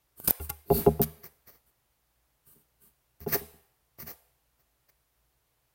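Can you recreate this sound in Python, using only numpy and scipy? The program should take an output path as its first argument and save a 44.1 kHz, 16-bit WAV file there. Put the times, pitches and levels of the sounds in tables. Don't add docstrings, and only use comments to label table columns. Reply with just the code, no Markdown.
import sys
import numpy as np
from scipy import signal
from scipy.fft import rfft, irfft
from scipy.io import wavfile

SR = 44100
rng = np.random.default_rng(int(sys.argv[2]) if len(sys.argv) > 2 else 0)


def log_audio(samples):
    frames = np.atleast_2d(samples).T
    limited = np.clip(frames, -1, 1)
    pcm = np.round(limited * 32767).astype(np.int16)
    wavfile.write(sys.argv[1], SR, pcm)


N = 253134


def from_db(db):
    return 10 ** (np.asarray(db) / 20)


def rms_one(x):
    return x / np.sqrt(np.mean(x ** 2) + 1e-20)


def at_hz(points, hz):
    row_hz, value = np.transpose(points)
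    return np.interp(np.log(np.maximum(hz, 1)), np.log(row_hz), value)


def colour(x, tone):
    gain = from_db(at_hz(tone, np.fft.rfftfreq(len(x), 1 / SR)))
    return irfft(rfft(x) * gain, len(x))


def band(x, hz, kind, order=2):
    return signal.sosfilt(signal.butter(order, hz, kind, fs=SR, output="sos"), x)


def resonance(x, hz, width_hz):
    r = np.exp(-np.pi * width_hz / SR)
    feedback = [1, -2 * r * np.cos(2 * np.pi * hz / SR), r * r]
    return signal.lfilter(np.array([1, 0, -1]) * (1 - r * r) / 2, feedback, x)


def add(out, start, sound):
    at = round(start * SR)
    out[at:at + len(sound)] += sound[:N - at]


def seconds(length):
    return np.arange(int(length * SR)) / SR


def ease(x):
    return np.sin(np.pi / 2 * np.clip(x, 0, 1)) ** 2


# (frequency [Hz], relative level [dB])
AIR_TONE = [(25, -15.5), (45, -3), (60, 3), (85, -16.5), (105, -12), (130, -7), (200, -17.5), (320, -16.5),
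            (840, -15.5), (1260, -19), (3000, -23), (7700, -26), (14800, -20.5), (16000, -22.5)]
# (frequency [Hz], level [dB])
HUM_NOTES = [(58, -83.5), (120, -87)]
def background(air_db=-73):
    t = np.arange(N) / SR
    hum = sum(np.sqrt(2) * from_db(db) * np.sin(2 * np.pi * hz * t) for hz, db in HUM_NOTES)
    return from_db(air_db) * rms_one(colour(rng.standard_normal(N), AIR_TONE)) + hum


def tiny_slips(grain_db, catch_hz):
    catching = rms_one(band(rng.standard_normal(N), catch_hz, "low"))
    return rng.standard_normal(N) * from_db(grain_db * np.clip(catching, -2, 2))


def stroke_speed(t, length, swell, fade, steepness=2.37):
    outside = np.maximum(1 - t / swell, 0) + np.maximum(1 - (length - t) / fade, 0)
    return 1 / np.cosh(np.minimum(steepness * outside, 20))


# (frequency [Hz], relative level [dB], free ring time [s])
BODY_NOTES = [(75.4, -16, .36), (140, -16, .12), (155, -10, .20), (225, -10, .15), (298, -12, .11),
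              (411, 0, .11), (436, -12, .11), (526, -13, .10), (608, -20, .07), (701, -9, .09),
              (825, -13, .09), (1004, -22, .07), (1230, -29, .06), (1395, -30, .05)]
def body_rumble(force, width_hz):
    return sum(from_db(db) * (-1) ** k * resonance(force, hz, width_hz)
               for k, (hz, db, _) in enumerate(BODY_NOTES))


FIRM_DB = -42.5
def rubbing(strokes, tone, peaks, grain_db, catch_hz, width_hz, soft_hz, flex_db,
            swell_share, fade_share, rasp_db, rumble_db, air_db, hiss_hz=7500):
    slips = tiny_slips(grain_db, catch_hz)
    surface = colour(slips, tone)
    surface = surface + sum(from_db(db) * resonance(surface, hz, width) for hz, width, db in peaks)
    hiss = rms_one(band(surface, hiss_hz, "high", order=4))
    rasp = rms_one(band(surface, [550, hiss_hz], "band", order=3))
    flex = rms_one(band(slips, [50, 170], "band"))
    body = rms_one(band(body_rumble(slips, width_hz), soft_hz, "low"))
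    rumble = rms_one(body + from_db(flex_db) * flex)
    casing = from_db(rasp_db) * rasp + from_db(rumble_db) * rumble
    effort, shaking = np.zeros((2, N))
    for start, length, level_db in strokes:
        swell, fade = swell_share * length, fade_share * length
        span = np.arange(round((start - swell) * SR), round((start + length + 2 * fade) * SR))
        stroke = from_db(level_db) * stroke_speed(span / SR - start, length, swell, fade)
        effort[span] += stroke
        shaking[span] += stroke * from_db(0.1198 * (FIRM_DB - level_db))
    close = effort * hiss + shaking * casing
    airborne = from_db(air_db) * shaking * rustle(slips)
    return np.array([close, airborne])


# (time [s], length [s], level [dB])
SLIDE_STROKES = [(.168, 0.084, -49.5), (.238, 0.039, -38.5), (.400, 0.079, -43), (1.655, 0.062, -68),
                 (2.455, 0.11, -57), (2.545, 0.11, -67.5), (2.803, 0.11, -59)]
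# (frequency [Hz], relative level [dB])
SKIN_TONE = [(400, -5), (1000, -17), (2000, -15), (3800, -16.5), (4700, -18.5), (5600, -16.5), (7200, -18),
             (8500, -11.5), (9800, -8.5), (11000, -8), (13000, -1.5), (15000, -1), (16000, -5)]
# (frequency [Hz], width [Hz], relative level [dB])
SKIN_RINGS = [(1180, 79.8, 16), (1520, 38, 17.5), (2950, 200, 4.5), (4424, 240, 5), (8450, 990, 1)]
def finger_slides():
    return rubbing(SLIDE_STROKES, SKIN_TONE, SKIN_RINGS, grain_db=-1.5, catch_hz=401.7,
                   width_hz=7.3, soft_hz=298.8, flex_db=-2.5, swell_share=.2, fade_share=.4,
                   rasp_db=-17, rumble_db=-13, air_db=-3.5)


# (frequency [Hz], relative level [dB])
RUSTLE_TONE = [(240, -34), (400, -3.5), (839, -2), (921, -6.5), (994, -7), (3310, -12.5), (6740, -15),
               (14100, -3), (16000, -8)]
def rustle(slips):
    return rms_one(colour(slips, RUSTLE_TONE))


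# (frequency [Hz], time to fade by 60 dB [s])
ECHO_TIMES = [(100, .40), (500, 0.64), (2000, 0.76), (6000, .55), (15000, 0.65)]
def room_echo(x, build_s=0.0087, echo_db=-15):
    t, echo = seconds(0.89), 0
    for hz in 60 * 2. ** np.arange(9):
        decay = ease(t / build_s) * 1000 ** (-t / at_hz(ECHO_TIMES, hz))
        octave = [hz / np.sqrt(2), min(hz * np.sqrt(2), SR / 2 - 1000)]
        noise = band(rng.standard_normal(len(t)), octave, "band")
        echo = echo + noise * decay / np.sqrt(np.sum(decay ** 2))
    return from_db(echo_db) * signal.fftconvolve(x, echo)[:N]


# (time [s], snap level [dB], thud level [dB])
CLICKS = [(0.2007, -29, -35.5), (.2778, -17.5, -32), (.285, -15.5, -17), (0.308, -2.5, -20.5),
          (1.017, -7, -40.5), (3.2044, -35.5, -47), (3.9866, -44, -41)]
def casing_clicks(snap_s=0.00026, ping_hz=14300, grit_db=-12, grit_s=0.0018, thud_s=0.00029):
    out, t = np.zeros(N), seconds(.03)
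    push = band(np.exp(-t / thud_s), 70, "high")
    thud = band(push, 1000, "low", order=3)
    ping = np.sin(2 * np.pi * ping_hz * t) * t / snap_s * np.exp(1 - t / snap_s)
    bump_clicks = [(start, db - 21, db - 6.5) for start, db, *_ in BUMPS]
    for start, snap_db, thud_db in CLICKS + bump_clicks:
        grit = colour(rng.standard_normal(len(t)), GRIP_TONE) * np.exp(-t / grit_s)
        snap = ping + from_db(grit_db) * grit / np.abs(grit).max()
        add(out, start, from_db(snap_db) * snap + from_db(thud_db) * thud / np.abs(thud).max())
    return out


# (time [s], length [s], level [dB])
CRUNCH_STROKES = [(.274, 0.013, -19.5), (.289, 0.02, -25.5), (.493, .016, -30.5), (1.020, 0.028, -27.5)]
# (frequency [Hz], relative level [dB])
GRIP_TONE = [(400, -19), (800, -18.5), (1500, -12.5), (2200, -20), (3200, -14.5), (4300, -16), (5200, -11),
             (7500, -16.5), (9200, -8.5), (10800, -11), (12200, -5.5), (14500, 1), (16000, -15.5)]
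# (frequency [Hz], width [Hz], relative level [dB])
GRIP_RINGS = [(1470, 120, 0.017), (2400, 370, 0.012), (3990, 250, 0.66)]
def grip_crunches():
    return rubbing(CRUNCH_STROKES, GRIP_TONE, GRIP_RINGS, grain_db=5, catch_hz=696,
                   width_hz=50, soft_hz=805, flex_db=6, swell_share=.2, fade_share=.25,
                   rasp_db=-10.5, rumble_db=-11.5, air_db=2)


# (time [s], level [dB])
STICK_TAPS = [(0.3987, -46), (0.4977, -40), (0.503, -40)]
# (frequency [Hz], relative level [dB], ring time [s])
STICK_NOTES = [(400.6, -5, 0.15), (824, -2, 0.1), (1130, -5, 0.069), (1394, 0.5, .07), (1444, -4.5, .05),
               (2130, -6, .04), (2746, -2, 0.048), (3510, -10.5, 0.029), (4780, -11, .025)]
def stick_taps():
    out, t = np.zeros(N), seconds(.2)
    bump_taps = [(start, db - 29) for start, db, *_ in BUMPS]
    for start, level_db in STICK_TAPS + bump_taps:
        for (hz, db, ring_s), sign in zip(STICK_NOTES, rng.choice([-1, 1], len(STICK_NOTES))):
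            note = np.sin(2 * np.pi * hz * t) * 1000 ** (-t / ring_s)
            add(out, start, sign * from_db(level_db + db) * note)
    return out


# (time [s], level [dB], boom boost [dB], hollow ring boost [dB])
BUMPS = [(0.399, -39.5, 22.5, -2), (.496, -47.5, 21.5, -4.5), (0.7023, -15, 0.5, -1.5),
         (0.8638, -13, 0, -1.5), (.995, -21, 2.5, 4.5), (1.243, -52.5, 7, -2.5), (2.555, -59, 0, 1.5),
         (3.207, -53, 25, 10), (3.2635, -27, -13, 3.5), (3.3474, -22.5, -10, -17), (3.407, -42.5, 10, 2),
         (3.533, -53, 8, 1), (4.021, -58.5, 23, 18)]
def camera_bumps(swell_s=0.0064, choke_s=.020, choke_db=-22, boom_hz=100, shell_hz=260,
                 scatter_db=1.5, grip_damping=1.01):
    out, t = np.zeros(N), seconds(0.9)
    for start, level_db, boom_db, hollow_db in BUMPS:
        hold_s = 0.022 * 2 ** (min(boom_db, 0) / 20.5)
        choke = from_db(choke_db * np.clip((t - hold_s) / choke_s, 0, 1))
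        bright_hz = 880 * 2 ** ((level_db + 15.5) / 34.5)
        chance = rng.standard_normal((len(BODY_NOTES), 2))
        for (hz, db, ring_s), (size, phase) in zip(BODY_NOTES, chance):
            place_db = boom_db if hz < boom_hz else hollow_db if hz < shell_hz else 0
            strength = from_db(level_db + db + place_db + scatter_db * size)
            strength /= np.hypot(1, (hz / bright_hz) ** 2)
            swell = swell_s / (1 + (hz / 560) ** 4)
            decay = 1000 ** (-grip_damping * np.maximum(t - hold_s, 0) / ring_s)
            note = ease(t / swell) * decay * np.sin(2 * np.pi * hz * t + 0.37 * phase)
            add(out, start, strength * note * (choke if hz > shell_hz else 1))
    return out


# (time [s], length [s], level [dB])
DRAG_STROKES = [(.708, .130, -29)]
# (frequency [Hz], relative level [dB])
DRAG_TONE = [(400, -14.5), (1000, -16.5), (2000, -24.5), (4000, -24), (6500, -24.5), (8000, -16),
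             (10000, -11), (12400, 0.5), (14200, 1.5), (16000, -1.5)]
# (frequency [Hz], width [Hz], relative level [dB])
DRAG_RINGS = [(834, 40, 5.6), (1080, 69, 4.6), (1420, 60, 5), (2766, 300, 4), (3676, 200, 6),
              (4394, 270, 18)]
def stick_drag():
    return rubbing(DRAG_STROKES, DRAG_TONE, DRAG_RINGS, grain_db=2, catch_hz=704,
                   width_hz=27, soft_hz=260.8, flex_db=-18, swell_share=.38, fade_share=.44,
                   rasp_db=-13.5, rumble_db=1, air_db=6.5)


# (time [s], length [s], level [dB])
SCRAPE_STROKES = [(1.23, 0.052, -42), (1.465, 0.052, -48.5), (1.512, 0.072, -58.5), (3.202, 0.052, -48),
                  (3.274, 0.057, -36), (3.32, .047, -19.5), (3.372, 0.037, -39.5), (3.987, 0.055, -38),
                  (4.06, 0.074, -37), (4.588, 0.041, -68), (4.884, 0.024, -57.5)]
# (frequency [Hz], relative level [dB])
WOOD_TONE = [(400, -8), (800, -10), (1200, -10), (1800, -6), (2700, -15), (3600, -19), (4400, -9),
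             (6100, -9), (6900, -20), (9000, -21), (11000, -16), (13700, 0), (14800, -3), (16000, -1)]
# (frequency [Hz], width [Hz], relative level [dB])
WOOD_RINGS = [(1162, 110, 7.5), (1840, 110, -4), (2160, 600, 2), (4430, 150, -4), (5760, 100, -29)]
def wood_scrapes():
    return rubbing(SCRAPE_STROKES, WOOD_TONE, WOOD_RINGS, grain_db=3, catch_hz=690,
                   width_hz=170, soft_hz=900, flex_db=-4, swell_share=.23, fade_share=.37,
                   rasp_db=-13.5, rumble_db=-14, air_db=-2.5)


def scrape_bite(ring_hz=1750, width_hz=420, bite_db=-26, growth=0.51):
    slips = tiny_slips(grain_db=3, catch_hz=600)
    ring = resonance(slips, ring_hz, width_hz)
    ring = rms_one(resonance(ring, ring_hz, 2 * width_hz))
    pressure = np.zeros(N)
    for start, length, level_db in SCRAPE_STROKES:
        speed = stroke_speed(seconds(2 * length), length, swell=0.37 * length, fade=0.75 * length)
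        add(pressure, start, from_db(level_db + growth * (level_db - FIRM_DB)) * speed)
    return from_db(bite_db) * pressure * ring


def scene(blows_air_db=-8):
    close, airborne = finger_slides() + grip_crunches() + stick_drag() + wood_scrapes()
    blows = camera_bumps() + stick_taps()
    clicks = casing_clicks()
    echo = room_echo(airborne + from_db(blows_air_db) * blows)
    return (close + clicks + blows + echo + scrape_bite() + background())[None]


def record(dry, cutoff_hz=16000):
    return signal.sosfilt(signal.ellip(12, .1, 80, cutoff_hz, fs=SR, output="sos"), dry)


dry = scene()
out = record(dry)
log_audio(out)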